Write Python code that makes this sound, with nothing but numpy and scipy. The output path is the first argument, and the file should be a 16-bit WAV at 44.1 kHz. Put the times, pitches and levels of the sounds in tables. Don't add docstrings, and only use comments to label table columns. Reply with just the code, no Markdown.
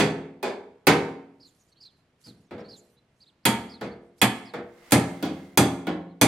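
import sys
import numpy as np
from scipy import signal
from scipy.fft import rfft, irfft, next_fast_len
from scipy.io import wavfile
from scipy.ndimage import uniform_filter1d

SR = 44100
rng = np.random.default_rng(int(sys.argv[2]) if len(sys.argv) > 2 else 0)


def log_audio(samples):
    frames = np.atleast_2d(samples).T
    limited = np.clip(frames, -1, 1)
    pcm = np.round(limited * 32767).astype(np.int16)
    wavfile.write(sys.argv[1], SR, pcm)


N = 276507
RING = 32768

# (time [s], spot [name],
# force [dB], boom [dB], sizzle [dB], ping [dB], ring time [factor], rattle [s])
BLOWS = [(-.012, "seam", -11.5, -1.5, 4, -1, 1.07, 0.014),
         (.428, "seam tap", -19.5, -4.5, -0.2, 0.1, 0.88, 0.065),
         (.8695, "seam", -5.5, -4.5, 3.5, .5, 0.94, 0.011), (2.262, "side tap", -53, 14, 8, 0.1, 1.01, .03),
         (2.509, "side tap", -36, 3, -10, 3, 1.15, 0.025),
         (2.58, "side tap", -39, -2.9, -9, 0.1, 1.01, 0.027),
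         (3.453, "side", -9.5, -2.8, 0.6, -2, 0.86, 0.0071),
         (3.811, "side tap", -27.5, -1.1, -4, 2, .92, 0.04),
         (4.2155, "side", -7.5, -3, -1.8, 2.5, 0.5, 0.03), (4.537, "side tap", -27, -4, -7, 2, 0.72, 0.03),
         (4.585, "side tap", -33.5, -9, -20, -12, .7, .04),
         (4.9085, "rim", -30.5, -10, 3, 0.1, 0.16, 0.0057),
         (4.9205, "rim", -6, .1, -0.8, -2.5, 0.79, 0.0035),
         (5.226, "rim tap", -22, -1.5, 5, 0.1, 0.95, 0.023), (5.252, "rim tap", -36, 5, 12, 0.1, 1.5, .02),
         (5.574, "rim", -6.5, 1.3, -0.1, 1.2, 0.86, 0.0043),
         (5.869, "rim tap", -19.5, -2.2, -4, -3, 0.96, 0.02),
         (6.213, "rim", -6, -1.5, -1.6, 0.1, 0.88, 0.0074)]
SPOTS = ["seam", "seam tap", "side", "side tap", "rim", "rim tap"]
BOOM_HZ = [88, 123, 158, 174, 195, 212, 231, 253, 272, 290, 311, 349, 403, 425, 479]
CLANG_HZ = [532, 616, 648, 682, 724, 791, 820, 839, 899, 915, 974, 997, 1227, 1289, 1440]
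CHISEL_HZ = [1695, 2212, 2295, 2470, 3388, 3504, 6136, 9256, 12260]
# (base time to fade 60 dB [s], then relative level at each of six spots [dB])
DRUM_TONES = [(0.55, -15.5, -27.5, -22.5, -20, -13, -12.5), (0.42, -6, -24, -2, -8, -1.5, -20.5),
              (0.52, -1.5, -25, -22.5, -11.5, -9.5, -9), (.95, -17, -25.5, -18, -14.5, -10, -1),
              (0.68, -9.5, -13, -6, -7, -15, -4.5), (0.45, -4.5, -11.5, -3.5, -3, -3, -11.5),
              (0.85, -13, -15.5, -7, -9.5, -22.5, -30), (0.39, -9.5, -4, -3.5, -3, -5.5, 0),
              (0.86, -8.5, -18.5, -12.5, -12, -10, -7), (0.32, -3.5, -19.5, -26, -9.5, 0.5, -2),
              (0.45, -6, -15.5, -7, -4.5, -11, 4), (0.73, -12, -12.5, -13.5, -5.5, -10, -5),
              (0.59, -5, -5, -20.5, -6.5, -19.5, -18.5), (0.74, -15.5, -11, -17.5, -10, -18, -21),
              (0.7, -11, -12.5, -17.5, -3, -19, -19), (0.54, -14, -21.5, -14, -11.5, -20, -8),
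              (0.7, -22.5, -17, -22, -9.5, -13, -30), (0.15, -15, -9, -21, -8, -9.5, -23),
              (0.65, -22, -25.5, -17.5, -10, -17, -20), (0.48, -19.5, -14.5, -14.5, -20, -18, -10.5),
              (0.56, -16.5, -15, -15.5, -14, -12.5, -14), (0.18, -15, -16.5, -18, -9, -10.5, -20),
              (0.31, -17.5, -11, -14, -10, -11.5, -17), (0.17, -19, -17, -17, -12.5, -16, -26),
              (0.58, -16, -17, -11, -22, -25.5, -22), (0.16, -16, -19, -17, -32, -24.5, -24),
              (0.27, -14, -21, -27.5, -30.5, -13, -22), (0.24, -24, -30.5, -14.5, -22, -27.5, -35),
              (0.15, -17, -19.5, -13, -9, -27.5, -30), (0.13, -11, -14, -32, -14, -22, -10.5)]
CHISEL_TONES = [(.3, -24, -22, -21, -24, -19, -22), (.36, -19, -20, -16, -26, -26, -26),
                (.36, -18, -19, -18, -30, -24, -27), (.16, -17, -12, -13, -24, -11, -23),
                (.12, -16, -21, -8, -22, -8, -21), (.3, -27, -28, -21, -32, -19, -40),
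                (.1, -30, -42, -26, -40, -11, -36), (.13, -34, -42, -24, -40, -15, -40),
                (.28, -46, -54, -22, -54, -36, -54)]
# (pitch [Hz], relative level [dB])
HAZE_SPECTRA = [
    [(35, -54), (60, -21), (432, -4), (573, -13), (1030, -14), (1850, -17.5), (2400, -17), (10600, -37),
     (15400, -41.5), (16500, -64)],
    [(35, -67.5), (60, -33), (246, -16), (311, -15), (403, -4.5), (1210, -20.5), (3670, -28), (9610, -42),
     (15400, -54.5), (16500, -91)],
    [(35, -38.5), (60, -18.5), (234, -5.5), (546, -21.5), (895, -13.5), (3340, -13.5), (5730, -22.5),
     (12700, -18), (14300, -27), (16500, -73.5)],
    [(35, -64), (60, -14), (311, -10), (497, -6), (834, -18.5), (1610, -17), (1810, -20.5), (4220, -25),
     (12700, -46.5), (16500, -76)],
    [(35, -45), (60, -25.5), (101, -20.5), (199, -3.5), (629, -11.5), (5340, -20), (9170, -18),
     (14000, -19), (15400, -35.5), (16500, -58)],
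    [(35, -67.5), (60, -21), (304, -2.5), (724, -11), (1190, -18.5), (1400, -19), (1940, -23.5),
     (3040, -20.5), (12400, -50), (16500, -83)],
]
# (pitch [Hz], width [Hz], level change [dB])
HAZE_CROWDS = [(45, 30, -5), (2150, 200, 3.5), (2900, 200, -2), (3400, 170, 2), (4650, 220, 3.5),
               (5500, 350, -3), (7700, 250, 2), (9300, 350, 2)]
# (pitch [Hz], base time to fade 60 dB [s])
HAZE_FADE = [(80, 0.76), (200, .45), (550, 0.5), (1500, 0.4), (3900, 0.23), (9000, 0.21), (12500, .13),
             (16000, 0.043)]
YARD_FADE = [(100, 0.68), (500, 0.65), (2000, 0.55), (6000, 0.45), (10000, 0.42), (14000, 0.14)]
# (pitch [Hz], likeness [0 to 1])
EAR_LIKENESS = [(30, .85), (60, .99), (125, .994), (250, .985), (640, 0.83), (1400, 0.57), (3100, 0.36),
                (7000, 0.25), (15000, 0.2)]
# (pitch [Hz], left minus right [dB])
EAR_BALANCE = [(200, .3), (1000, -.3), (2400, -3.), (15000, -3.7)]
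# (pitch [Hz], relative level [dB])
AIR_SPECTRUM = [(25, -19), (60, -9.5), (120, -4), (200, -7), (500, -14.5), (1000, -19.5), (3000, -25.5),
                (5500, -34), (12000, -43), (13500, -58), (16500, -71.5)]
# (time [s], pitch [Hz], relative level [dB])
CHIRP_SHAPE = [(0, 4200, -14), (.008, 4800, -3), (.026, 4800, -2), (.036, 4200, 0), (.044, 5050, -7),
               (.05, 4150, 0), (.066, 4200, -1), (.082, 3650, -11), (.106, 3050, -27)]
# (time [s], level [dB], length [factor], pitch [factor])
CHIRPS = [(1.399, -54, 1.03, 1.001), (1.802, -49.5, 1.05, .99), (2.238, -50, 0.89, 1.001),
          (2.682, -47.5, 1.001, .99), (3.69, -49.5, .99, 1.01), (4.45, -54, 0.8, 1.02)]
# (start [s], end [s], base level [dB], lowest top [Hz], highest top [Hz])
TWITTER_BOUTS = [(1.416, 1.56, -79, 5590, 13100), (1.565, 1.72, -70.5, 3980, 9300),
                 (1.806, 2.02, -88, 5030, 12300), (2.353, 2.5, -75, 3660, 11000),
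                 (2.7, 2.94, -71, 4480, 13100), (3.101, 3.3, -77.5, 5570, 9900),
                 (3.9, 4.2, -80.5, 4000, 10800)]
# (delay [s], length [s], start [Hz], top [Hz], end [Hz], relative level [dB])
PHRASE_NOTES = [(0, .066, 1800, 3370, 1900, -2), (.09, .05, 1750, 2850, 2300, -5),
                (.137, .085, 2200, 3020, 2950, -7)]
# (time [s], level [dB])
PHRASE_STARTS = [(1.445, -76), (2.742, -73)]
OVERTONES_DB = [-12, -3, -4, -1]
# (time [s], length [s], start [Hz], top [Hz], end [Hz], level [dB])
SINGLE_NOTES = [(1.463, 0.044, 6560, 7400, 6540, -62.5), (1.587, 0.048, 6200, 6900, 6000, -66.5),
                (1.716, 0.027, 4320, 4400, 3900, -62), (1.742, .065, 2730, 3300, 2800, -73),
                (1.756, 0.048, 3760, 4400, 4530, -62), (1.81, 0.041, 6500, 7700, 6740, -71),
                (1.942, 0.059, 2580, 3900, 4100, -80), (2.588, 0.042, 4620, 5600, 3980, -63),
                (2.636, 0.048, 3950, 4500, 4070, -56.5), (2.759, 0.052, 6440, 7400, 6500, -55),
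                (2.965, .04, 3650, 4100, 3900, -64.5), (3.2, 0.05, 3970, 4900, 3500, -53.5),
                (3.255, 0.055, 3300, 4300, 2800, -59), (3.43, .04, 3900, 5600, 5800, -68),
                (3.902, 0.045, 3930, 4500, 4120, -59), (4.175, 0.06, 3500, 5600, 5900, -64),
                (6.07, .08, 3910, 4250, 3400, -72)]
# (peak time [s], level [dB], time to rise 30 dB [s], time to fall 30 dB [s])
RUSTLE_PUFFS = [(1.47, -73, .12, .3), (1.7, -76, .6, .07), (1.866, -77, .2, .04), (1.916, -81, .03, .08),
                (1.978, -79, .03, .12), (2.21, -69, .02, .3), (2.275, -61, .1, .12), (2.41, -76, .03, .09),
                (2.77, -66, .16, .13), (2.904, -73.5, .2, .11), (3.205, -77, .15, .2), (3.93, -83, .1, .06),
                (4.056, -80, .1, .1), (4.19, -63, .04, .03)]
# (time [s], level [dB])
SCRAPE_LEVELS = [(4.62, -73), (4.8, -59), (4.89, -53), (5.1, -54), (5.4, -55.5), (5.56, -63)]
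# (pitch [Hz], relative level [dB])
RUSTLE_SPECTRUM = [(800, -9), (3000, -5.5), (8000, -2), (12500, -5.5), (13500, -23.5), (16500, -39)]
SCRAPE_SPECTRUM = [(500, -6), (1950, -6.5), (2100, 5), (2250, -10), (12000, -23), (16000, -27.5)]


def gain_of(db):
    return 10 ** (np.maximum(db, -200) / 20)


def unit_level(x):
    return x / np.sqrt(np.mean(x ** 2) + 1e-20)


def value_at(points, hz):
    pitches, values = np.transpose(points)
    return np.interp(np.log(hz + 1), np.log(pitches + 1), values)


def add(mix, start_s, sound):
    at = round(start_s * SR)
    part = mix[:, max(at, 0):at + sound.shape[-1]]
    part += sound[..., max(-at, 0):][..., :part.shape[1]]


def jitter(length, smooth):
    return unit_level(uniform_filter1d(rng.standard_normal(length), smooth))


def random_spectra(hz):
    return rng.standard_normal((2, len(hz))) + 1j * rng.standard_normal((2, len(hz)))


def two_ears(spectra, hz):
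    likeness = np.clip(value_at(EAR_LIKENESS, hz), 0, 1)
    lean = gain_of(value_at(EAR_BALANCE, hz) / 2)
    right = likeness * spectra[0] + np.sqrt(1 - likeness ** 2) * spectra[1]
    return np.array([spectra[0] * lean, right / lean])


def fade(t, fade_s, rattle_s):
    fading_time = np.sqrt(t * t + rattle_s ** 2) - rattle_s
    return gain_of(-60 * fading_time / fade_s) * np.minimum(1, 8 * (RING / SR - t))


def fade_by_band(spectrum, fade_times, stretch, rattle_s, rise_cycles):
    hz, t = np.fft.rfftfreq(RING, 1 / SR), np.arange(RING) / SR
    centers = np.geomspace(60, 16000, num=10)
    out = 0
    for k, center in enumerate(centers):
        band = np.interp(np.log(hz + 1), np.log(centers), np.arange(10) == k)
        rise = np.tanh(t * center / rise_cycles)
        fall = fade(t, stretch * value_at(fade_times, center), rattle_s)
        out = out + irfft(spectrum * band, RING) * rise * fall
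    return out


def shell_haze(spot, color, stretch, rattle_s):
    hz = np.fft.rfftfreq(RING, 1 / SR)
    present = rng.random(len(hz)) < SR / RING / 9
    level = present * gain_of(value_at(HAZE_SPECTRA[spot], hz))
    tones = two_ears(random_spectra(hz), hz) * level / np.linalg.norm(level) * RING / 2
    crowd_db = sum(db * np.exp(-((hz - pitch) / width) ** 2) for pitch, width, db in HAZE_CROWDS)
    tones *= gain_of(value_at(color, hz) + crowd_db)
    return fade_by_band(tones, HAZE_FADE, stretch, rattle_s, rise_cycles=1)


def clear_tone(hz, fade_s, rattle_s):
    t = np.arange(min(RING, round((.8 * fade_s + rattle_s) * SR))) / SR
    wobble_hz, phase = rng.uniform(6, 20), rng.random()
    wobble = 1 + .33 * np.sin(2 * np.pi * (wobble_hz * t + phase))
    rise = np.tanh(t * hz / 3.4)
    ending = np.minimum(1, 30 * (t[-1] - t))
    return np.sin(2 * np.pi * hz * t) * rise * fade(t, fade_s, rattle_s) * wobble * ending


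def hammer_blow(spot, force_db, boom_db, sizzle_db, ping_db, stretch, rattle_s):
    color = [(200, boom_db), (500, 0), (2000, 0), (6000, sizzle_db)]
    haze = shell_haze(spot, color, stretch, rattle_s)
    clear = np.zeros((1, RING))
    for hz, (fade_s, *spot_db) in zip(BOOM_HZ + CLANG_HZ + CHISEL_HZ, DRUM_TONES + CHISEL_TONES):
        drift, uneven_db = rng.normal(0, [.003, 1.2])
        tone = clear_tone(hz * (1 + drift), stretch * fade_s, rattle_s)
        level_db = spot_db[spot] + uneven_db + value_at(color, hz) + ping_db * (hz in CHISEL_HZ)
        direction = rng.choice([-1, 1])
        add(clear, 0, direction * gain_of(level_db) * tone)
    t = np.arange(RING) / SR
    crack_db = sizzle_db + .18 * force_db - t / .00079
    crack = np.diff(rng.standard_normal((2, RING + 1))) * gain_of(crack_db)
    return gain_of(force_db) * (gain_of(-6.5) * haze + gain_of(-7.9) * clear + gain_of(-16) * crack)


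def yard_echo(sound):
    noise = rfft(rng.standard_normal((2, RING)))
    tail = fade_by_band(noise, YARD_FADE, stretch=1, rattle_s=0, rise_cycles=51)
    tail = irfft(two_ears(rfft(tail), np.fft.rfftfreq(RING, 1 / SR)), RING)
    delayed = np.pad(sound.mean(0), (400, 0))[None]
    return signal.fftconvolve(delayed, tail / np.linalg.norm(tail[0]), axes=1)[:, :N]


def grainy_noise(levels, spectrum, grain_db):
    times, db = np.transpose(levels)
    loudness = gain_of(np.interp(np.arange(N) / SR, times, db, left=-150, right=-150))
    grain = gain_of(grain_db * jitter(N, smooth=90))
    size = next_fast_len(N)
    hz = np.fft.rfftfreq(size, 1 / SR)
    hiss = irfft(two_ears(random_spectra(hz), hz) * gain_of(value_at(spectrum, hz)), size)
    return loudness * grain * unit_level(hiss[:, :N])


def air_murmur():
    return grainy_noise([(0, -67.8), (7, -67.8)], AIR_SPECTRUM, grain_db=1)


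def whistle(hz, twin_hz, db, twin_db):
    waver, rasp = jitter(len(hz), smooth=40), jitter(len(hz), smooth=40)
    pitches = np.array([hz, twin_hz]) * (1 + .017 * waver)
    phase, twin_phase = 2 * np.pi * np.cumsum(pitches, axis=1) / SR
    voices = np.sin(phase) + gain_of(twin_db) * np.sin(twin_phase)
    side_tone = gain_of(twin_db - 22) * np.sin(2 * phase - twin_phase)
    octave = gain_of(-28.5) * rasp * np.sin(phase + twin_phase)
    return gain_of(db + 1.9 * rasp) * (voices + side_tone + octave)


def chirp(level_db, stretch, pitch_factor):
    times, pitches, levels = np.transpose(CHIRP_SHAPE)
    t = np.arange(0, times[-1], 1 / SR / stretch)
    hz = pitch_factor * np.interp(t, times, pitches)
    return whistle(hz, 1.085 * hz, level_db + np.interp(t, times, levels), twin_db=-5)


def arched_note(length_s, start_hz, top_hz, end_hz, level_db):
    u = np.linspace(-1, 1, round(length_s * SR))
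    hz = top_hz - abs(u) ** 1.15 * np.where(u < 0, top_hz - start_hz, top_hz - end_hz)
    return whistle(hz, .89 * hz, level_db, twin_db=-11) * (1 - u ** 2)


def flock_twitter():
    out = np.zeros((2, N))
    for start, end, level_db, low_hz, high_hz in TWITTER_BOUTS:
        for when, pitch, climb, fall, softness in rng.random((14, 5)):
            top_hz = low_hz + (high_hz - low_hz) * pitch
            start_hz, end_hz = top_hz * (1 - .35 * climb), top_hz * (1 - .2 * fall)
            note = arched_note(.04, start_hz, top_hz, end_hz, level_db - 5 - 8 * softness)
            add(out, start + (end - start) * when, note)
    return out


def reedy_note(length_s, start_hz, top_hz, end_hz, level_db):
    u = np.linspace(-1, 1, round(length_s * SR))
    hz = top_hz - u ** 2 * np.where(u < 0, top_hz - start_hz, top_hz - end_hz)
    phase = 2 * np.pi * np.cumsum(hz) / SR
    rasp = jitter(len(u), smooth=40)
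    tones = sum(gain_of(db) * np.sin(k * phase) for k, db in enumerate(OVERTONES_DB, start=1))
    return gain_of(level_db + 2.5 * rasp) * tones * np.sqrt(1 - u ** 2)


def birdsong():
    out = np.zeros((2, N))
    for start, *settings in CHIRPS:
        add(out, start, chirp(*settings))
    for start, level_db in PHRASE_STARTS:
        for delay, *shape, db in PHRASE_NOTES:
            add(out, start + delay, reedy_note(*shape, level_db + db))
    for start, *settings in SINGLE_NOTES:
        add(out, start, arched_note(*settings))
    return (out + flock_twitter()) * gain_of([[-1.5], [1.5]])


def rustle():
    t = np.arange(0, N / SR, .004)
    level = 0
    for peak, db, rise, fall in RUSTLE_PUFFS:
        drop_db = 30 * np.where(t < peak, (peak - t) / rise, (t - peak) / fall)
        level = level + gain_of(db - drop_db)
    return grainy_noise(np.transpose([t, 20 * np.log10(level)]), RUSTLE_SPECTRUM, grain_db=2.5)


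def blade_scrape():
    return grainy_noise(SCRAPE_LEVELS, SCRAPE_SPECTRUM, grain_db=1)


def scene():
    drum = np.zeros((2, N))
    for start, spot, *settings in BLOWS:
        add(drum, start, hammer_blow(SPOTS.index(spot), *settings))
    birds = birdsong()
    echo = yard_echo(gain_of(-15) * drum + gain_of(-20) * birds)
    return drum + birds + echo + blade_scrape() + rustle() + air_murmur()


def record(dry):
    ceiling, cutoff_hz = .48, 16300
    mid, side = (dry[0] + dry[1]) / 2, (dry[0] - dry[1]) / 2
    mid = mid / (1 + abs(mid / ceiling) ** 6) ** (1 / 6)
    treble_cut = signal.firwin(511, cutoff_hz, window=("kaiser", 9), fs=SR)
    return signal.oaconvolve(np.array([mid + side, mid - side]), treble_cut[None], "same")


dry = scene()
out = record(dry)
log_audio(out)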